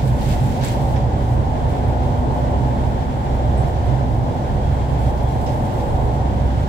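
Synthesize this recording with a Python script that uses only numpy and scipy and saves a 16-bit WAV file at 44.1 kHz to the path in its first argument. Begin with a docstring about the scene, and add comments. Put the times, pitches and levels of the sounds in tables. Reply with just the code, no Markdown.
"""The low boom of the road runs throughout, through the floor of a car cruising in a tunnel, with the engine's hum.
The phone is in the cabin: its two microphone ports hear noise shaped into floor boom, tyre roar off the
tunnel walls and air hiss at the glass; the engine is two tones locked to its firing rate.
Close to the phone, grainy noise makes cloth rustle and ringing bursts tick; thin tones flicker faintly
and one whistles. Road patches set floor panels swelling, and a thin electrical whine stays on top."""
import sys
import numpy as np
from scipy import signal
from scipy.fft import rfft, irfft
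from scipy.io import wavfile
from scipy.ndimage import uniform_filter1d

SR = 44100
rng = np.random.default_rng(int(sys.argv[2]) if len(sys.argv) > 2 else 0)


def wav_out(sig):
    """Save sig, one row per channel (or a flat mono array), as 16-bit PCM at SR to the path in sys.argv[1]."""
    wavfile.write(sys.argv[1], SR, np.round(np.clip(np.atleast_2d(sig).T, -1, 1) * 32767).astype(np.int16))


N = 294588

# Levels are those in the cabin, before the microphone ports colour them.
# faint electrical whine: f/Hz, peak level/dB
ELECTRICAL_WHINE = (15625, -85)
# faint wandering whistle: t/s, f/Hz, peak level/dB
WHISTLE_PATH = [(4.58, 3280, -72), (4.64, 3280, -55), (4.69, 3280, -64), (4.78, 3280, -59),
                (4.85, 3250, -54), (4.91, 3260, -63), (5.0, 3290, -65), (5.07, 3300, -56.5),
                (5.13, 3280, -61), (5.2, 3240, -55.5), (5.25, 3250, -61), (5.3, 3280, -61),
                (5.36, 3280, -58), (5.43, 3280, -72)]
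# faint thin flickering tones: start t/s, length/s, f/Hz, pitch shake/Hz, peak level/dB
THIN_TONES = [(2.19, .035, 13500, 200, -66), (3.335, .045, 8850, 60, -63), (3.33, .025, 13000, 250, -63),
              (3.345, .045, 13400, 120, -63), (3.565, .045, 10100, 300, -58.5),
              (3.59, .045, 9800, 300, -59.5), (3.565, .035, 8200, 400, -58), (3.59, .05, 8500, 350, -58),
              (3.857, .04, 8850, 60, -61), (3.85, .04, 13250, 180, -62), (5.25, .045, 3390, 40, -50),
              (5.17, .025, 13500, 120, -60), (5.86, .07, 8900, 300, -62)]
# short snaps close by: t/s, peak level/dB, ring f/Hz, width/Hz, decay to -60 dB/s, left minus right/dB
TICK_EVENTS = [(.207, -39, 12000, 4500, 0.022, 0.1), (.288, -42, 7600, 2500, .02, 2),
               (.289, -42, 12500, 4500, .02, -2), (.632, -41, 12500, 5000, .012, -4),
               (.6455, -33, 7200, 1800, .035, 6), (0.6477, -26, 7600, 1800, .014, -3),
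               (.647, -31, 12000, 6000, .022, 0.1), (0.647, -31, 2400, 1600, .015, -4),
               (.6845, -26.5, 7600, 1800, .016, 2), (.960, -31, 1900, 900, .05, 2),
               (.960, -33, 3200, 1200, .045, 0.1), (.963, -38, 5400, 700, .06, 0.1),
               (.967, -33, 2300, 1200, .04, .1), (1.882, -41, 11000, 4500, .012, -3),
               (2.039, -50, 11000, 4500, .015, -1.5), (2.872, -51, 11500, 4500, .015, 3),
               (3.981, -44, 11000, 4500, .012, -1.5), (5.2318, -39, 11000, 4500, .012, -5),
               (5.288, -46, 8600, 3500, .015, -1.5), (5.463, -39, 5500, 1000, .1, 1),
               (5.476, -39, 5300, 1400, .12, 1), (5.466, -33, 3000, 1500, .06, 0.1),
               (5.488, -37, 2600, 1500, .05, .1), (5.655, -40, 10000, 4000, .015, 3),
               (5.7385, -40, 11800, 4500, .015, -3)]
# two long sweeps of cloth past the phone: t/s, body level/dB, crisp edge level/dB
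CLOTH_SWEEPS = [(0, -42, -56), (.04, -48, -58), (.08, -48, -51), (.16, -55, -58), (.2, -43, -52),
                (.23, -41.5, -48), (.28, -39, -47), (.32, -36.5, -46), (.35, -40, -47), (.39, -42.5, -52),
                (.43, -43.5, -50.5), (.47, -44, -50), (.55, -43, -50.5), (.6, -45, -53), (.625, -38, -53),
                (.645, -33.5, -40.5), (.69, -36.5, -43.5), (.73, -40.5, -47), (.79, -43, -54),
                (.85, -50, -54), (.93, -49, -56), (1.0, -49, -66), (1.08, -80, -85)]
# smaller movements of cloth near the phone: start t/s, hold/s, body level/dB, crisp edge level/dB
CLOTH_MOVES = [(1.167, .15, -63, -60), (1.68, 0.085, -51, -61), (2.019, .06, -53, -63),
               (2.328, 0.11, -56, -62), (3.298, 0.072, -61, -68), (3.56, 0.18, -54, -62),
               (3.84, 0.036, -57, -65), (3.97, .04, -51, -68), (4.099, 0.84, -70, -64.5),
               (4.974, 0.11, -51, -56), (5.14, 0.31, -57, -61), (5.273, 0.046, -49.5, -58),
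               (5.403, 0.44, -53, -57), (5.45, 0.03, -45.5, -68), (5.902, 0.23, -66, -60.5),
               (6.45, 0.24, -55, -65)]
# spectra of the soft body and the crisp edge of cloth: f/Hz, relative level per Hz/dB
CLOTH_BODY_SPECTRUM = [(500, -30), (1000, 5.5), (2000, 7.5), (4000, 5), (6500, -1.5), (9000, -29),
                       (14000, -40)]
CLOTH_EDGE_SPECTRUM = [(4000, -29), (7500, 2), (9000, 1), (12000, 3.5), (14000, -1.5), (16000, -3.5)]
# spectra of air at the glass, tyres and floor: f/Hz, relative level per Hz/dB
HISS_SPECTRUM = [(300, -28), (700, -33), (1200, -1), (1500, -1), (2000, -7), (2700, -13), (3300, -11),
                 (4200, -19), (5000, -22), (6800, -27.5), (8400, -29), (12000, -31), (16000, -39)]
ROAR_SPECTRUM = [(100, -24), (200, -13), (330, -4), (450, -5.5), (650, -4), (860, -5), (1000, -9),
                 (1200, -17.5), (1600, -35), (3000, -82)]
BOOM_SPECTRUM = [(15, -39), (28, -17), (35, -1), (50, -4.5), (60, -6), (75, 0), (90, -0.5), (108, -1),
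                 (127, 2.5), (143, 0), (160, -8.5), (185, -13), (205, -7.5), (225, -11), (260, -11.5),
                 (330, -18), (500, -35.5), (1200, -90)]
# cabin resonances that the roar rings: f/Hz, width/Hz, gain/dB
CABIN_RESONANCES = [(492, 13, 4.5), (557, 36, 2.5), (596.6, 22, 4.5), (712.5, 24, 5.5), (762, 19, 6),
                    (847.5, 13.6, 6), (881, 41, 3), (1015, 14, 1)]
# floor panel resonances that the boom rings: f/Hz, width/Hz, gain/dB
FLOOR_RESONANCES = [(33.5, 3, -1), (42.4, 3.5, 3.5), (70, 5, 1.5), (93.2, 3.7, 1.5), (115.5, 3.9, 3),
                    (128.3, 5, 1.5), (143, 2.6, 1.5), (173, 9, 3.5), (205.4, 6.4, 4), (270, 7, 4)]
# road patches that set one floor panel ringing: t at the top/s, f/Hz, rms level at the top/dB, half length/s
ROAD_PATCHES = [(0.106, 125, -15.5, 0.046), (1.3, 117.8, -21.5, 0.077), (1.85, 89.9, -25, .14),
                (2.187, 92, -28, 0.11), (2.653, 128, -22, 0.093), (3.97, 132.6, -23, 0.12),
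                (4.2, 116.5, -30, .08), (4.723, 87.1, -21.5, 0.13), (5.035, 127.9, -22.5, .11)]
# engine speed: t/s, firing rate f/Hz
FIRING_RATE = [(0, 62.5), (1.25, 62.7), (2.75, 63.02), (5, 63.58), (6.68, 64.0)]
# firing tone, which swells and sinks about every 1.3 s: t/s, rms level/dB
FIRING_LEVEL = [(0, -25), (.3, -25), (.55, -31), (.75, -22.5), (1.3, -22), (1.55, -29), (2.0, -24),
                (2.4, -20), (2.8, -23), (3.15, -28), (3.5, -21), (3.9, -22.5), (4.35, -29), (4.7, -22),
                (5.3, -21.5), (5.65, -31), (6.1, -21), (6.68, -21.5)]
# tone at four times the firing rate: t/s, rms level/dB
FOURTH_LEVEL = [(0, -36.5), (.6, -35.5), (1.1, -42), (2.2, -31), (3.3, -35), (3.8, -40.5), (4.35, -34.5),
                (4.65, -46), (5.2, -38), (6.68, -40)]
# left minus right of the firing tone and of the fourth order: level/dB each
ENGINE_PAN = (0.6, 8.5)
# how alike the ports hear cabin noise; standing waves flip the sign: f/Hz, correlation
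PORT_LIKENESS = [(30, .95), (60, .97), (110, .93), (150, .7), (200, .85), (400, .76), (580, .55), (680, .1),
                 (780, .35), (920, 0), (1150, -.7), (1300, -.8), (1600, -.1), (2050, .65), (2400, 0),
                 (2900, -.25), (3600, 0)]
# colour difference of the two microphone ports: f/Hz, left minus right/dB
PORT_DIFFERENCE = [(60, -2.7), (150, -4), (200, 0), (260, 1.5), (400, -.6), (1900, .3), (2700, -4),
                   (3300, -4), (4200, 3), (5000, .3), (6800, 2), (7500, -3), (8400, -11), (9000, -10),
                   (10500, -5), (15000, -4)]
# resonance of the port inlets: f/Hz, width/Hz, gain/dB
INLET_RESONANCE = [(7470, 1200, 7.5)]

BOOM_DB, ROAR_DB, HISS_DB = -20, -25.5, -42
REST_BODY_DB, REST_EDGE_DB = -49.5, -65  # the faint rubbing that never stops
RUSTLE_RISE_S, RUSTLE_FADE_S = 0.015, 0.12  # fade to -20 dB
WHISTLE_SHAKE_HZ = 28
WOBBLE_RAD, WOBBLE_DB = .2, .8  # engine phase and level
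TOP_HZ = 15800  # upper limit of the microphones


def undb(db):
    """dB to amplitude gain."""
    return 10 ** (np.asarray(db) / 20)


def curves(table):
    """Every column of a timed table, interpolated sample by sample."""
    s, *columns = np.transpose(table)
    t = np.arange(N) / SR
    return [np.interp(t, s, column) for column in columns]


def over_hz(table, count=N):
    """A (Hz, value) table interpolated over log frequency on every bin."""
    hz, value = np.transpose(table)
    bins = np.fft.rfftfreq(count, 1 / SR)
    return np.interp(np.log(bins + 1), np.log(hz), value)


def peaks(table, count=N):
    """Gain on every frequency bin of a row of resonances."""
    bins = np.fft.rfftfreq(count, 1 / SR)
    return undb(sum(db / (1 + (2 * (bins - hz) / width) ** 2) for hz, width, db in table))


def walk(rate):
    """Random levels held for 1 / rate s, then smoothed twice; spread near 1."""
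    hold = int(SR / rate)
    steps = np.repeat(rng.standard_normal(N // hold + 1), hold)
    smooth = uniform_filter1d(uniform_filter1d(steps, hold), hold)
    return 1.78 * smooth[:N]


def sine(hz):
    """Tone of peak 1 that follows a frequency given for each sample."""
    return np.sin(2 * np.pi * np.cumsum(hz) / SR)


def cabin_noise(colour, grain=1, rings=1):
    """Coloured noise at both ports, rms 1, mixed from shared and opposed parts to set their correlation."""
    mid, side = rfft(grain * rng.standard_normal((2, N)))
    alike = np.clip(over_hz(PORT_LIKENESS), -.99, .99)
    mid = mid * np.sqrt(1 + alike)
    side = side * np.sqrt(1 - alike)
    spectrum = np.array([mid + side, mid - side]) * undb(over_hz(colour)) * rings
    noise = irfft(spectrum, N)
    return noise / np.sqrt(np.mean(noise ** 2))


def electrical_whine():
    """A steady pure tone near the top of hearing."""
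    hz, db = ELECTRICAL_WHINE
    return undb(db) * np.sin(2 * np.pi * hz * np.arange(N) / SR)


def whistle():
    """One thin tone with a shaky pitch and a fluttering level."""
    hz, db = curves(WHISTLE_PATH)
    level = undb(db + 2 * walk(30))
    return level * sine(hz + WHISTLE_SHAKE_HZ * walk(150))


def thin_tones():
    """Thin flickering tones that swell and fade; the wider the pitch shakes, the more they blur."""
    out = np.zeros(N)
    shake, flutter = walk(300), walk(40)
    for s, length, hz, shake_hz, db in THIN_TONES:
        i, n = int(s * SR), int(length * SR)
        tone = sine(hz + shake_hz * shake[i:i + n])
        level = undb(db + 1.5 * flutter[i:i + n])
        out[i:i + n] += level * np.sqrt(np.hanning(n)) * tone
    return out


def ticks():
    """Short snaps: decaying bursts of noise that ring round one pitch."""
    out = np.zeros((2, N))
    t = np.arange(4000) / SR
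    for s, db, hz, width_hz, decay_s, pan_db in TICK_EVENTS:
        edges = [hz - width_hz / 2, min(hz + width_hz / 2, TOP_HZ)]
        band = signal.butter(2, edges, "bandpass", fs=SR, output="sos")
        burst = rng.standard_normal((2, len(t))) * 1000. ** (-t / decay_s)
        snap = signal.sosfilt(band, burst)
        snap /= np.abs(snap).max()
        i = int(s * SR)
        out[:, i:i + len(t)] += snap * undb([[db + pan_db / 2], [db - pan_db / 2]])
    return out


def rustle():
    """Cloth slips as grainy noise, a soft body and a crisp edge; small moves rise, hold and die away."""
    t = np.arange(N) / SR
    sweep_body_db, sweep_edge_db = curves(CLOTH_SWEEPS)
    # powers add, so twice the dB
    body_power = undb(2 * REST_BODY_DB) + undb(2 * sweep_body_db)
    edge_power = undb(2 * REST_EDGE_DB) + undb(2 * sweep_edge_db)
    for s, hold_s, body_db, edge_db in CLOTH_MOVES:
        rise = np.clip((t - s) / RUSTLE_RISE_S, 0, 1)
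        fading_s = np.maximum(t - s - RUSTLE_RISE_S - hold_s, 0)
        shape = rise ** 2 * 100. ** (-fading_s / RUSTLE_FADE_S)
        body_power += shape * undb(2 * body_db)
        edge_power += shape * undb(2 * edge_db)
    # uneven grain in dB, each value held for 40 samples
    slips_db = np.repeat(rng.exponential(size=N // 40 + 1), 40)[:N]
    body = cabin_noise(CLOTH_BODY_SPECTRUM, grain=undb(slips_db))
    edge = cabin_noise(CLOTH_EDGE_SPECTRUM, grain=undb(0.89 * slips_db))
    body = body * np.sqrt(body_power) * undb(0.8 * walk(40))
    edge = edge * np.sqrt(edge_power) * undb(walk(30))
    return body + edge


def air_hiss():
    """Air at the glass: bright noise whose level flickers slowly and quickly."""
    level_db = HISS_DB + 0.6 * walk(2.99) + 0.52 * walk(20)
    return cabin_noise(HISS_SPECTRUM) * undb(level_db)


def tyre_roar():
    """Tyre noise off the tunnel walls that rings the cabin resonances and flickers in level."""
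    level_db = ROAR_DB + 0.5 * walk(3.02) + 0.5 * walk(21.97)
    return cabin_noise(ROAR_SPECTRUM, rings=peaks(CABIN_RESONANCES)) * undb(level_db)


def floor_boom():
    """Low road noise that rings the floor panels, with a slight flicker in level."""
    level_db = BOOM_DB + 0.3 * walk(7.4)
    return cabin_noise(BOOM_SPECTRUM, rings=peaks(FLOOR_RESONANCES)) * undb(level_db)


def bumps():
    """Uneven road sets one panel at a time swelling and dying at its own pitch, alike at both ports."""
    t = np.arange(N) / SR
    out = np.zeros(N)
    for s, hz, db, half_s in ROAD_PATCHES:
        swell = np.exp(-((t - s) / half_s) ** 2)
        phase = rng.uniform(0, 2 * np.pi)
        out += undb(db) * np.sqrt(2) * swell * np.sin(2 * np.pi * hz * t + phase)
    return out


def engine():
    """Tones at one and four times the firing rate, both wobbling a little in phase and level."""
    turn = 2 * np.pi * np.cumsum(curves(FIRING_RATE)[0]) / SR
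    firing = np.sqrt(2) * np.sin(turn + WOBBLE_RAD * walk(4.06))
    firing *= undb(curves(FIRING_LEVEL)[0] + WOBBLE_DB * walk(3.98))
    fourth = np.sqrt(2) * np.sin(4 * turn + WOBBLE_RAD * walk(6.8))
    fourth *= undb(curves(FOURTH_LEVEL)[0] + WOBBLE_DB * walk(6.7))
    firing_pan_db, fourth_pan_db = ENGINE_PAN
    return (firing * undb([[firing_pan_db / 2], [-firing_pan_db / 2]])
            + fourth * undb([[fourth_pan_db / 2], [-fourth_pan_db / 2]]))


def scene():
    """All sources as they reach the two ports."""
    faint_tones = electrical_whine() + whistle() + thin_tones()
    close_by = ticks() + rustle()
    road = air_hiss() + tyre_roar() + floor_boom() + bumps()
    return faint_tones + close_by + road + engine()


def record(dry):
    """Each microphone port colours the sound; both share an inlet resonance; the top is cut."""
    edge = 4096  # mirrored samples at each end, faded outwards and trimmed off again
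    padded = np.pad(dry, ((0, 0), (edge, edge)), "reflect")
    padded = padded * signal.windows.tukey(N + 2 * edge, edge / N)
    size = padded.shape[1]
    tilt_db = over_hz(PORT_DIFFERENCE, count=size) / 2
    port_gain = peaks(INLET_RESONANCE, count=size) * undb([tilt_db, -tilt_db])
    coloured = irfft(rfft(padded) * port_gain, size)
    top_cut = signal.ellip(14, .2, 70, TOP_HZ, fs=SR, output="sos")
    return signal.sosfilt(top_cut, coloured)[:, edge:-edge]


dry = scene()
out = record(dry)
wav_out(out)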